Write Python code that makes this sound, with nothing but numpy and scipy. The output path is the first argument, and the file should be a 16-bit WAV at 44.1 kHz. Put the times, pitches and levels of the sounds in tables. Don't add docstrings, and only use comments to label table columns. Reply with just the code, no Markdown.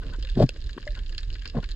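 import sys
import numpy as np
from scipy import signal
from scipy.fft import rfft, irfft, next_fast_len
from scipy.io import wavfile
from scipy.ndimage import uniform_filter1d

SR = 44100
rng = np.random.default_rng(int(sys.argv[2]) if len(sys.argv) > 2 else 0)


def to_wav(s):
    ch = np.atleast_2d(s).T
    pcm = np.round(np.clip(ch, -1, 1) * 32767)
    wavfile.write(sys.argv[1], SR, pcm.astype(np.int16))


N = 77175
T = np.arange(N) / SR
TOP_HZ = 14300


def undb(db):
    return 10 ** (np.asarray(db) / 20)


def unit(x):
    return x / np.sqrt(np.mean(x ** 2) + 1e-18)


def pan(x, db):
    return x * undb(np.array([[db], [-db]]) / 2)


def smooth(x, seconds):
    size = max(int(seconds * SR), 2)
    return uniform_filter1d(uniform_filter1d(x, size), size)


def even(x, seconds):
    return x / np.sqrt(np.abs(smooth(x ** 2, seconds)) + 1e-12)


def burst(x, size=176):
    return x / np.sqrt(np.sum(x ** 2, axis=-1, keepdims=True) / size)


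def colour(x, points, size=4096):
    hz, db = np.array(points, float).T
    n = 2 * next_fast_len((x.shape[-1] + size) // 2)
    f = np.maximum(np.arange(n // 2 + 1) * SR / n, 1)
    gain_db = np.interp(np.log(f), np.log(hz), db) - 10 * np.log2(np.maximum(f / hz[-1], 1))
    cepstrum = irfft(np.log(undb(gain_db)))
    cepstrum[1:n // 2] *= 2
    cepstrum[n // 2 + 1:] = 0
    return irfft(rfft(x, n) * np.exp(rfft(cepstrum)))[..., :x.shape[-1]]


def peak(f, centre_hz, height_db, octaves):
    return height_db * np.exp(-(np.log2(f / centre_hz) / octaves) ** 2 / 2)


def add(out, start_s, x):
    i = int(np.clip(start_s * SR, 0, N - 1))
    out[..., i:i + x.shape[-1]] += x[..., :N - i]


# f/Hz, gain/dB
HOUSING_LEFT = [(300,-8.5),(850,-14),(1200,-5),(1400,-7),(1700,4.5),(2000,-9.5),(2450,-1.5),(4000,1),(5100,-2.5),(5900,-21.5),(7100,-8),(8400,-27),(12000,-32)]
HOUSING_RIGHT = [(300,4.5),(850,-15),(1200,-11.5),(1700,-1.5),(2000,-4.5),(2450,-14),(2700,4),(3100,-5),(4000,2.5),(4900,1.5),(8000,-30),(12500,-40.5)]
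def housing(left, right):
    return np.array([colour(left, HOUSING_LEFT), colour(right, HOUSING_RIGHT)])


# t/s, relative level/dB
RUMBLE_LEVEL = [(0.0, -33), (0.452, -25.5), (0.485, -46.5), (0.544, -25.5), (0.57, -38.5), (0.652, -26),
                (0.809, -50.5), (0.843, -31.5), (0.93, -30), (1.257, -32.5), (1.286, -26), (1.408, -36),
                (1.7, -29), (1.75, -33)]
WASH_LEVEL = [(.12,-46.5),(.3,-55.5),(.95,-51),(1.15,-55),(1.45,-56.5),(1.75,-51)]
# f/Hz, relative density/dB
RUMBLE_SPECTRUM = [(12,-37.5),(24,-4),(33,2),(44,0),(58,-13.5),(85,-23),(200,-51.5)]
WASH_SPECTRUM = [(50,-10.5),(115,0),(190,-10),(340,-10.5),(560,-17.5),(780,-33),(1200,-26),(2500,-47)]
def flow(wander_db=2.5):
    rumble = even(colour(rng.standard_normal(N + SR), RUMBLE_SPECTRUM)[SR:], seconds=0.085)
    rumble *= undb(np.interp(T, *np.array(RUMBLE_LEVEL).T) + 1)
    common = unit(colour(rng.standard_normal(N), WASH_SPECTRUM))
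    diffuse = undb(-15.5) * unit(colour(rng.standard_normal((2, N)), WASH_SPECTRUM))
    wander = unit(smooth(rng.standard_normal(N), seconds=0.049))
    wash_db = np.interp(T, *np.array(WASH_LEVEL).T) + wander_db * wander
    return pan(rumble, -3) + pan((common + diffuse) * undb(wash_db), 1.8)


def snap_envelope(t, decay_s, scatter_s=0.012):
    return np.exp(-t / decay_s) + undb(-15.5) * np.exp(-t / scatter_s)


# f/Hz, relative density/dB
PATTER_SPECTRUM = [(1150,-14.5),(1500,0.5),(5000,-1),(9000,3.5)]
HISS_SPECTRUM = [(1000,-14.5),(1600,-3.5),(5000,-6.5),(9000,-0.5)]
def far_snaps(count=190, low_hz=1620, high_hz=7380, spread_db=13.5, size=2048):
    patter, f = np.zeros((2, N)), np.geomspace(500, TOP_HZ, 40)
    envelope = snap_envelope(T[:size], decay_s=0.0013)
    for when, pitch, strength, side in rng.random((count, 4)):
        hz = low_hz * (high_hz / low_hz) ** pitch
        spectrum = np.column_stack([f, peak(f, hz, height_db=12, octaves=0.35)])
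        grit = rng.standard_normal(size) + rng.standard_normal((2, size))
        snap = burst(colour(grit * envelope, spectrum, size=size)) * undb(spread_db * strength)
        add(patter, when * N / SR, pan(snap, 8 * (2 * side - 1)))
    patter = unit(housing(*colour(patter, PATTER_SPECTRUM)))
    noise = rng.standard_normal(N) + 0.5 * rng.standard_normal((2, N))
    hiss = unit(housing(*colour(noise, HISS_SPECTRUM)))
    return patter * undb(-55.5) + hiss * undb(-59.5)


def clicks(per_s, spread_db):
    chance, size = rng.random(N), np.clip(rng.standard_normal(N), -2, 2)
    return (chance < per_s / SR) * undb(spread_db * size) * rng.choice([-1, 1], N)


# t/s, duration/s, level/dB
RASP_STROKES = [(0.018,0.027,-46),(0.092,0.0089,-49.5),(0.121,0.043,-45),(0.775,0.013,-38.5),(0.959,0.035,-47),(1.628,0.011,-39.5)]
# f/Hz, relative density/dB
RASP_SPECTRUM = [(500,-6.5),(800,-13.5),(1020,-1.5),(1230,-11.5),(1470,6),(1750,-5.5),(2200,-18),(3100,-10),(5000,-33)]
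def rasps():
    push = sum(undb(db) * np.sin(np.pi * np.clip((T - s) / length, 0, 1))
               for s, length, db in RASP_STROKES)
    grit = even(colour(clicks(per_s=1500, spread_db=0.68), RASP_SPECTRUM), seconds=0.0034)
    return pan(grit * push, 6.5)


def snap_band(spectrum, decay_s, size=2048):
    noise = rng.choice([-1., 1.], size) * snap_envelope(T[:size], decay_s)
    band = colour(noise, spectrum)
    return burst(housing(band, band))


# t/s, relative crack level/dB, peak f/Hz, body level/dB, crack left minus right/dB
NEAR_SNAPS = [(0.135,-40.5,3230,-48,5), (0.198,-48,3100,-54,4), (0.2256,-32,3300,-50.5,3),
              (.2492,-34.5,3740,-44.5,0), (0.2719,-35.5,2600,-47,3), (0.2884,-38.5,2600,-46,0),
              (0.2986,-33,3460,-52,1), (0.3527,-39.5,3400,-59,-1), (0.5608,-47.5,2780,-47,-3),
              (.641,-39,4100,-73,-4), (.6932,-40,3740,-42,6), (0.7085,-41,4330,-72,-1),
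              (0.7304,-37,3760,-58,-1), (0.8276,-42,2730,-45.5,12), (0.8753,-37,3120,-40.5,6),
              (0.9507,-37.5,4000,-45.5,-3), (.9903,-36,3380,-46,2), (1.0934,-38.5,2900,-52,7),
              (1.1254,-41.5,2690,-45.5,-9), (1.148,-37.5,3000,-50.5,9), (1.18,-22.5,4600,-42,-3),
              (1.1882,-36,5130,-45,-11), (1.2311,-35,3900,-47.5,2), (1.3022,-35.5,2870,-52.5,6),
              (1.3412,-37.5,4420,-69,-9), (1.3531,-42,2670,-41.5,1), (1.421,-40,3000,-45,6),
              (1.4549,-31,3100,-35,-11), (1.476,-32,5040,-59,-7), (1.499,-34,3070,-56.5,3),
              (1.6413,-37,2630,-40,-7), (1.69,-36.5,3100,-46.5,-1), (1.7147,-30.5,4030,-52.5,0)]
# f/Hz, relative density/dB
CRACK_SPECTRUM = [(1200,-35),(2500,1.5),(5300,4),(6500,-18.5)]
BODY_SPECTRUM = [(500,-11),(1000,-7.5),(2000,-2),(2600,-8)]
TOP_SPECTRUM = [(3500,-42),(6800,10.5),(12000,0),(14500,9.5)]
def near_snaps():
    out, f = np.zeros((2, N)), np.geomspace(1000, 7000, 60)
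    base_db = np.interp(f, *np.array(CRACK_SPECTRUM).T)
    for s, crack_db, hz, body_db, side_db in NEAR_SNAPS:
        spectrum = np.column_stack([f, base_db + peak(f, hz, height_db=8.5, octaves=0.14)])
        crack = snap_band(spectrum, decay_s=0.0015) * undb(crack_db - 6.5)
        body = snap_band(BODY_SPECTRUM, decay_s=0.0058) * undb(body_db)
        top = snap_band(TOP_SPECTRUM, decay_s=0.0017) * undb(crack_db - 23.5 + rng.uniform(-7, 7))
        add(out, s, pan(crack, side_db) + pan(body, 5.5) + pan(top, 3))
    return out


# t/s, f/Hz, peak level/dB, rise/s, decay constant/s
BUBBLES_AND_KNOCKS = [(.185,300,-34,0.0018,0.0025),(.238,525,-47,0.0035,0.015),
                      (.372,300,-19,.0016,.004),(.401,590,-12,0.0022,0.0032),(.4055,420,-11.5,.0012,.0025),(.416,260,-18,.002,.004),(.4245,610,-11,0.0018,0.0022),(.429,127,-11.5,0.004,.012),(.4405,350,-17,.0012,.002),
                      (0.4915,496,-30.5,0.00068,0.0026),(.562,490,-41,0.0011,0.0027),(.766,282,-31.5,0.0016,0.0029),(.778,350,-26,0.0015,0.0017),(.778,997,-42,.0008,.004),
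                      (.868,594,-32,0.0013,0.017),(0.8755,1730,-30,0.0012,0.003),(.8757,2030,-31,.001,.003),
                      (1.5475,620,-33,.0012,.002),(1.559,215,-25.5,.004,.014),(1.586,600,-30,.0012,.0022)]
def bubbles_and_knocks(glide_per_s=0.11, size=8192):
    out, t = np.zeros(N), T[:size]
    for s, hz, db, rise, decay in BUBBLES_AND_KNOCKS:
        envelope = (1 - np.exp(-(t / rise) ** 2)) * np.exp(-t / decay)
        tone = np.sin(2 * np.pi * hz * t * (1 + glide_per_s * t / 2))
        add(out, s, undb(db) * envelope / envelope.max() * tone)
    return pan(out, 2.5)


def churn(low_hz, high_hz, decay_cycles=2.03, size=2048):
    out, t = np.zeros(N), T[:size]
    for when, pitch, strength in rng.random((N // 50, 3)):
        hz = low_hz * (high_hz / low_hz) ** pitch
        ring = np.sin(2 * np.pi * hz * t) * np.exp(-t * hz / decay_cycles)
        add(out, when * N / SR, strength ** 2 * np.sqrt(hz) * ring)
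    return out


def swell(s, db, fade_s=0.003):
    outside_s = T - np.clip(T, s[0], s[-1])
    return undb(np.interp(T, s, db)) * np.exp(-(outside_s / fade_s) ** 2)


# t/s, then relative level/dB of gulps, glugs and fizz
GURGLE_LEVELS = [
    [(.352,-46,-58,-72),(.374,-21,-27,-49),(.397,-22,-27,-44),(.407,-22,-19,-42),(.416,-20,-24,-45),(.427,-19,-21,-37),(.442,-17,-24,-45),(.449,-22,-42,-64),(.467,-40,-53,-72)],
    [(1.535,-46,-60,-68),(1.549,-34,-43,-55),(1.572,-27,-31,-43),(1.589,-25,-35,-49),(1.599,-34,-48,-62),(1.612,-46,-62,-70)],
]
# f/Hz, gain/dB
GULP_SPECTRUM = [(30,-17.5),(75,-6),(125,-2.5),(170,-6.5),(280,-5),(450,-43)]
GLUG_SPECTRUM = [(140,-32),(260,-0.5),(370,2.5),(590,-2),(720,-6),(850,-25),(1200,-51)]
FIZZ_SPECTRUM = [(550,-3.5),(780,2),(920,-1.5),(1060,3.5),(1250,-8.5),(1500,-3.5),(2200,-15.5),(3500,-10),(5000,-9.5),(6200,-24.5),(7300,-23),(9500,-42.5),(13500,-40)]
def gurgles(fizz_cutoffs_hz=(13000, 1880)):
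    gulps = even(colour(churn(low_hz=81, high_hz=251), GULP_SPECTRUM), seconds=0.017) * undb(1)
    glugs = even(colour(churn(low_hz=263, high_hz=853), GLUG_SPECTRUM), seconds=0.0054)
    fizz = unit(colour(clicks(per_s=3000, spread_db=5.5), FIZZ_SPECTRUM)) * undb(4.5)
    out = np.zeros((2, N))
    for table, cutoff_hz in zip(GURGLE_LEVELS, fizz_cutoffs_hz):
        s, gulp_db, glug_db, fizz_db = np.array(table).T
        out += pan(gulps * swell(s, gulp_db), 0.97)
        out += pan(glugs * swell(s, glug_db), 2.0)
        out += pan(colour(fizz, [(1, 0), (cutoff_hz, 0)]) * swell(s, fizz_db), 5.4)
    return out


# f/Hz, relative level/dB, T60/s, left minus right/dB
BITE_MODES = [(1500,-19,0.02,3),(2640,-3,0.014,2),(3290,-8,0.014,-1),(3850,-2,0.006,4),(4400,0,0.006,3),(4800,-2,.006,-9),(5200,-5,0.007,-12),(7200,-9.5,0.007,6),(8700,-16,0.0051,5),(9600,-17,0.0046,4),(12200,-25,.005,10)]
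def bite(start_s=0.4912, rise_s=0.0007, tail_s=0.0045, size=4096):
    out, ring, t = np.zeros((2, N)), np.zeros((2, size)), T[:size]
    for hz, db, t60, side_db in BITE_MODES:
        cycles = hz * t + rng.random((2, 1)) / 4
        ring += pan(np.sin(2 * np.pi * cycles) * undb(db - 60 * t / t60), side_db)
    ring *= 1 - np.exp(-(t / rise_s) ** 2)
    tail = housing(*(rng.standard_normal((2, size)) * np.exp(-t / tail_s)))
    click = burst(ring) + undb(-12.5) * burst(tail)
    add(out, start_s, pan(click * undb(-29), -0.5))
    return out


def scene():
    return flow() + gurgles() + bubbles_and_knocks() + bite() + rasps() + near_snaps() + far_snaps()


def record(dry, lag_s=0.00007, lag_fade_hz=(5560, 7950)):
    n = next_fast_len(N + SR // 2)
    f = np.arange(n // 2 + 1) * SR / n
    lag = lag_s * np.interp(f, lag_fade_hz, (1, 0))
    left = irfft(rfft(dry[0], n) * np.exp(-2j * np.pi * f * lag), n)[:N]
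    lowpass = signal.ellip(8, 0.2, 70, TOP_HZ, fs=SR, output="sos")
    return signal.sosfilt(lowpass, np.array([left, dry[1]]))


dry = scene()
out = record(dry)
to_wav(out)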